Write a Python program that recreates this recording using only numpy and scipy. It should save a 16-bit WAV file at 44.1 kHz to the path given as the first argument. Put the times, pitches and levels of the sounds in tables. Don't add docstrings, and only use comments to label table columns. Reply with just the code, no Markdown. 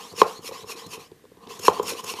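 import sys
import numpy as np
from scipy import signal
from scipy.fft import rfft, irfft, next_fast_len
from scipy.io import wavfile
from scipy.ndimage import uniform_filter1d, map_coordinates

SR = 44100
rng = np.random.default_rng(int(sys.argv[2]) if len(sys.argv) > 2 else 0)


def dump(signal):
    limited = np.clip(np.atleast_2d(signal).T, -1, 1)
    pcm = np.round(limited * 32767).astype(np.int16)
    wavfile.write(sys.argv[1], SR, pcm)


N = 97020


def amp(db):
    return 10 ** (np.asarray(db) / 20)


def unit(x):
    return x / np.sqrt(np.mean(x ** 2) + 1e-20)


def along(points, hz):
    f, v = np.transpose(points)
    return np.interp(np.log(hz + 1), np.log(f + 1), v)


def clock():
    return np.arange(N) / SR


def wobble(rate):
    return map_coordinates(rng.standard_normal(N // 20), [clock() * rate], mode="mirror")


def filtered(x, response):
    m = next_fast_len(N + SR // 2)
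    return irfft(rfft(x, m) * response(np.fft.rfftfreq(m, 1 / SR)), m)[:N]


def noise(colour):
    return unit(filtered(rng.standard_normal(N), lambda hz: amp(along(colour, hz))))


def bump(middle, length):
    return np.cos(np.pi / 2 * np.clip((clock() - middle) / length, -1, 1)) ** 2


def reedy(hz, width_hz):
    shaking_hz = hz + width_hz * wobble(4 * width_hz)
    return np.sqrt(2) * np.sin(2 * np.pi * np.cumsum(shaking_hz) / SR)


# ratio to the lowest resonance, lift in dB, width in Hz.
BARREL_MODES = [(1, 9.5, 170), (1.66, 9, 230), (2.25, 5, 260)]
BARREL_LOW_HZ, BARREL_PUSH_HZ = 2330, 3700
PATCHY_DB = 2


def through_barrel(air, pitch_hz):
    hz, t, spectrum = signal.stft(air, SR, nperseg=512)
    pitch = np.interp(t, clock(), pitch_hz)
    lift_db = 0
    for ratio, db, width_hz in BARREL_MODES:
        offset = (hz[:, None] - ratio * pitch) / width_hz
        lift_db = lift_db + db / (1 + offset ** 2)
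    patches = uniform_filter1d(rng.standard_normal(spectrum.shape), size=3, axis=0)
    patches = unit(uniform_filter1d(patches, size=5, axis=1))
    lifted = spectrum * amp(lift_db + PATCHY_DB * patches)
    return unit(signal.istft(lifted, SR, nperseg=512)[1][:N])


# frequency in Hz, level in dB per Hz.
RUB_SPECTRUM = [(40, -41.5), (120, -23.5), (200, -5), (300, -11), (380, -9), (460, 6), (580, -21.5),
                (700, -11), (900, -9.5), (1050, 0), (1220, -9), (1450, -28.5), (3000, -30.5), (8000, -43.5)]


def friction():
    return unit(noise(RUB_SPECTRUM) * amp(3.4 * wobble(130)))


# start, fastest moment and end in seconds, level in dB, treble lift in dB.
PUSH_STROKES = [(0.132, 0.203, 0.26, -28.5, -1), (0.392, .478, .512, -34.5, 2),
                (0.638, .716, .76, -34.5, 1.5), (0.859, .938, .995, -37.5, 1.5),
                (1.58, 1.669, 1.72, -27, 1), (1.807, 1.895, 1.975, -29, 1.5), (1.998, 2.1, 2.185, -32, 1.5)]
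# frequency in Hz, level in dB per Hz.
PUSH_AIR_SPECTRUM = [(200, -16.5), (1200, -2), (1900, -4.5), (2500, 0.5), (3500, -1), (4900, -4.5),
                     (5400, 5), (5900, -4), (6700, 2), (7600, -5.5), (10500, -4), (14500, -11.5)]
SWELL_DEPTH_DB, SWELL_SHAPE = 36, 1.4
TREBLE_HZ = 6600
PUSH_FLUTTER_DB = 1.1
PUSH_RUB_DB = -8.5


def pushes():
    t = clock()
    flow, treble_flow, pitch = np.zeros(N), np.zeros(N), np.zeros(N)
    for start, fastest, end, db, treble_db in PUSH_STROKES:
        off_peak = np.maximum((fastest - t) / (fastest - start), (t - fastest) / (end - fastest))
        swell = amp(db - SWELL_DEPTH_DB * off_peak ** SWELL_SHAPE)
        flow = flow + swell
        treble_flow = treble_flow + swell * amp(treble_db)
        travel_left = np.interp(t, [start, end], [1, 0])
        stroke_pitch = BARREL_LOW_HZ + (BARREL_PUSH_HZ - BARREL_LOW_HZ) * travel_left ** 2
        pitch = np.where(t >= start, stroke_pitch, pitch)
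    air = through_barrel(noise(PUSH_AIR_SPECTRUM), pitch)
    treble = filtered(air, lambda hz: hz ** 6 / (hz ** 6 + TREBLE_HZ ** 6))
    hiss = flow * (air - treble) + treble_flow * treble
    return hiss * amp(PUSH_FLUTTER_DB * wobble(220)) + amp(PUSH_RUB_DB) * flow * friction()


# start and end in seconds, first and last level in dB,
# lowest barrel resonance at the end in Hz, whistle level in dB.
PULL_STROKES = [(-.02, 0.136, -41, -51.5, 4470, -51), (0.247, 0.397, -38.5, -51.5, 4250, -46.5),
                (0.51, 0.643, -41, -49.5, 3880, -51), (0.755, 0.88, -35, -59, 4070, -48.5),
                (0.982, 1.09, -41, -62.5, 3200, -84.5), (1.408, 1.473, -54, -63.5, 2930, -65),
                (1.479, 1.59, -40.5, -49, 3995, -86), (1.71, 1.81, -40, -44.5, 3200, -49),
                (1.941, 2.017, -43.5, -37, 3160, -48), (2.138, 2.222, -45.5, -38, 3060, -43.5)]
# frequency in Hz, level in dB per Hz.
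PULL_AIR_SPECTRUM = [(200, -19.5), (1400, -4), (2000, 0.5), (2800, -0.5), (4200, 0.5), (4850, -4),
                     (5400, 1.5), (5950, -3), (6600, -0.5), (7800, -6), (11000, -6.5), (14500, -11)]
PULL_ATTACK_S, PULL_RELEASE_S = 0.032, 0.014
WHISTLE_S, WHISTLE_LEAD_S = 0.04, 0.026
WHISTLE_RATIO, WHISTLE_RISE_HZ_PER_S, WHISTLE_WIDTH_HZ = 1, 5000, 150
PULL_RUB_DB = -3


def pulls():
    t = clock()
    flow, pitch, whistle = np.zeros(N), np.zeros(N), np.zeros(N)
    for start, end, first_db, last_db, top_hz, whistle_db in PULL_STROKES:
        fade_in = np.clip((t - start) / PULL_ATTACK_S, 0, 1)
        fade_out = np.clip((end - t) / PULL_RELEASE_S, 0, 1)
        flow = flow + fade_in * fade_out * amp(np.interp(t, [start, end], [first_db, last_db]))
        stroke_pitch = np.interp(t, [start, end], [BARREL_LOW_HZ, top_hz])
        pitch = np.where(t >= start, stroke_pitch, pitch)
        middle = end - WHISTLE_LEAD_S
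        glide_hz = WHISTLE_RATIO * top_hz + WHISTLE_RISE_HZ_PER_S * (t - middle)
        tone = reedy(glide_hz, WHISTLE_WIDTH_HZ)
        whistle = whistle + amp(whistle_db) * bump(middle, WHISTLE_S) * tone
    air = flow * through_barrel(noise(PULL_AIR_SPECTRUM), pitch) + whistle
    flutter = amp(0.4 * wobble(120))
    return air * flutter + amp(PULL_RUB_DB) * flow * friction()


# middle in seconds, level in dB.
VALVE_SPITS = [(.128, -49.5), (.868, -43.5), (1.596, -37), (1.832, -38), (2.044, -36)]
# frequency in Hz, level in dB per Hz.
SPIT_SPECTRUM = [(300, -21), (1500, -1), (2800, -7.5), (4800, -2.5), (6000, 1.5), (6800, 6.5), (7600, -3),
                 (11500, -4.5), (14500, -4.5)]
SPIT_S = 0.0084


def spits():
    puffs = sum(amp(db) * bump(s, SPIT_S) for s, db in VALVE_SPITS)
    return noise(SPIT_SPECTRUM) * puffs


def ring(modes, t, ratio):
    total = 0
    for hz, db, t60, attack in modes:
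        decay = amp(db + rng.normal(0, 1.0) - 60 * t / t60)
        build_up = (1 - np.exp(-t / attack)) ** 2
        total = total + decay * build_up * np.sin(2 * np.pi * hz * ratio * t)
    return total


# time in seconds, level in dB, then the thump, upper lid ring
# and click in dB against that level, and a pitch ratio for the modes.
CONTACTS = [(0.127, -44.5, 29, -22, 4, 2.3), (.135, -25.5, 10, -10, -17, 0.97),
            (.2167, 4, -1.5, 2, -5, 1.004), (0.39, -27.5, 18, -15.5, -16, 0.78),
            (0.49, -22, -1, -13, -9, 1.06), (0.512, -25.5, 8, -5, -3.5, 0.86),
            (0.5193, -20.5, -10, -12, -22, 1.09), (0.635, -35.5, -14, -6, -2, 1),
            (.642, -26, 9, -7, -27, 0.98), (0.751, -30, 9, -19, -16, 0.78),
            (0.864, -31.5, 22.5, -19, 1, 0.93), (.976, -25.5, 12, -19, -12, 0.97),
            (1.116, -26.5, 12, -18.5, -11, 0.88), (1.24, -34, -10, -18, -16, 1), (1.252, -37, 6, -9, -7, 1),
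            (1.317, -32, 13, -19, -18, 1), (1.37, -37, 18, -9, -5, 0.92),
            (1.468, -37, 26.5, -4.5, -3, 0.88), (1.472, -27, 9.5, -7.5, 2.5, 0.88),
            (1.596, -23, 7, -14, -7, 0.95), (1.6815, 4, 0.5, 0.5, -4, 0.98),
            (1.7967, -7, 2.5, -5.5, -15, 0.97), (1.829, -29, 23, 0, -9, 0.75),
            (1.919, -16, 5.5, -30, -26, 1.07), (1.9345, -24.5, -16, -29, 9, 0.76),
            (1.968, -39, -3, -20, -4, 0.86), (2.043, -23, -10, -4.5, -6, 1),
            (2.1382, -22.5, 1, -4, 7, 0.86)]
# frequency in Hz, level in dB, 60 dB decay in seconds, attack in seconds.
THUMP_MODES = [(185.5, -23.5, .055, 0.0011), (276, -14, 0.024, 0.0031)]
LOW_LID_MODES = [(435.8, 2, 0.032, 0.0026), (481, -7, 0.047, 0.0033)]
HIGH_LID_MODES = [(928, -17.5, 0.057, 0.00037), (1042, -0.5, .027, 0.00047), (1101, -23.5, 0.054, 0.0018)]
CLICK_MODES = [(2660, -28, 0.0059, 0.00036), (3120, -17, 0.0053, .0003), (3980, -15.5, 0.014, .0003),
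               (5120, -38, .012, 0.00023)]
# frequency in Hz, level in dB.
CRACK_SPECTRUM = [(200, -1), (1000, -22), (1500, -9.5), (2100, -6), (3200, 3), (4400, 0), (6500, -9.5),
                  (9000, -33.5), (14000, -28)]
CRACK_DB, CRACK_T60_S = -15, 0.016


def knocks():
    out = np.zeros(N + SR)
    t = np.arange(SR // 5) / SR
    grit = noise(CRACK_SPECTRUM)
    for s, db, thump_db, ring_db, click_db, ratio in CONTACTS:
        fresh_grit = np.roll(grit, rng.integers(N))[:len(t)]
        crack = amp(CRACK_DB - 60 * t / CRACK_T60_S) * fresh_grit
        thump = amp(thump_db) * ring(THUMP_MODES, t, ratio)
        lid = ring(LOW_LID_MODES, t, ratio) + amp(ring_db) * ring(HIGH_LID_MODES, t, ratio)
        click = amp(click_db) * (ring(CLICK_MODES, t, ratio) + crack)
        out[round(s * SR):][:len(t)] += amp(db) * (thump + lid + click)
    return out[:N]


# time in seconds, level in dB.
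RUB_LEVELS = [(0, -42.5), (.1, -54), (.17, -49), (.21, -39), (.33, -45), (.41, -51.5), (.55, -48),
              (.64, -50.5), (.72, -46), (.87, -49), (.95, -45.5), (1.09, -59), (1.28, -72), (1.43, -50.5),
              (1.53, -46), (1.58, -51.5), (1.76, -36), (1.9, -39), (2.03, -44.5), (2.2, -41)]
# middle in seconds, length in seconds, level in dB.
SEAL_JUDDERS = [(0.56, 0.01, -39.5), (1.437, 0.012, -58), (1.541, 0.0067, -39.5), (1.771, 0.021, -34.5),
                (1.998, 0.012, -33), (2.096, 0.024, -35.5), (2.191, 0.0069, -32.5)]
JUDDER_HZ, JUDDER_WIDTH_HZ = 1026, 53


def rubbing():
    rub = amp(np.interp(clock(), *np.transpose(RUB_LEVELS))) * friction()
    judder = sum(amp(db) * bump(s, length) for s, length, db in SEAL_JUDDERS)
    return rub + judder * reedy(JUDDER_HZ, JUDDER_WIDTH_HZ)


# middle in seconds, level in dB.
BOX_BUMPS = [(0.129, -40), (.392, -53), (0.518, -66), (0.638, -40.5), (0.871, -44.5), (1.476, -52),
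             (1.598, -37), (1.831, -50), (2.041, -40), (2.141, -48)]
BUMP_S, BUMP_HZ = 0.009, 146


def bumps():
    out = np.zeros(N)
    for s, db in BOX_BUMPS:
        out += amp(db) * bump(s, BUMP_S) * np.sin(2 * np.pi * BUMP_HZ * (clock() - s))
    return out


# frequency in Hz, 60 dB decay in seconds.
ROOM_DECAY = [(100, 0.083), (450, 0.25), (1000, 0.29), (3000, .25), (10000, .15)]
# frequency in Hz, gain in dB.
ROOM_TONE = [(100, 17), (430, -6), (700, 3), (900, -4), (1080, -10), (1500, 2.5), (4000, -8), (12000, 1.5)]
ROOM_DB, ROOM_DELAY_S = -10.5, 0.008


def room(x):
    hz, t, spectrum = signal.stft(rng.standard_normal(SR // 2), SR, nperseg=256)
    decay = amp(-60 * t / along(ROOM_DECAY, hz)[:, None])
    tail = signal.istft(spectrum * decay, SR, nperseg=256)[1]
    tail = np.pad(tail / np.linalg.norm(tail), (round(ROOM_DELAY_S * SR), 0))
    echo = signal.fftconvolve(x, tail)[:N]
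    return filtered(echo, lambda hz: amp(along(ROOM_TONE, hz)))


# frequency in Hz, level in dB per Hz.
FLOOR_SPECTRUM = [(25, 1), (50, 6), (100, -0.5), (180, 0), (260, -1), (450, -9.5), (700, -15), (1050, -36),
                  (1300, -19), (1750, -13.5), (2300, -19), (6000, -23.5), (14000, -26)]
FLOOR_DB = -56


def scene():
    pump = pushes() + pulls() + spits() + rubbing() + knocks() + bumps()
    return (pump + amp(ROOM_DB) * room(pump) + amp(FLOOR_DB) * noise(FLOOR_SPECTRUM))[None]


MIC_LOW_HZ, TOP_HZ = 95, 14650


def record(dry):
    clipped = np.clip(dry[0], -1, 1)
    return filtered(clipped, lambda hz: hz ** 2 / (hz ** 2 + MIC_LOW_HZ ** 2) * (hz < TOP_HZ))[None]


dry = scene()
out = record(dry)
dump(out)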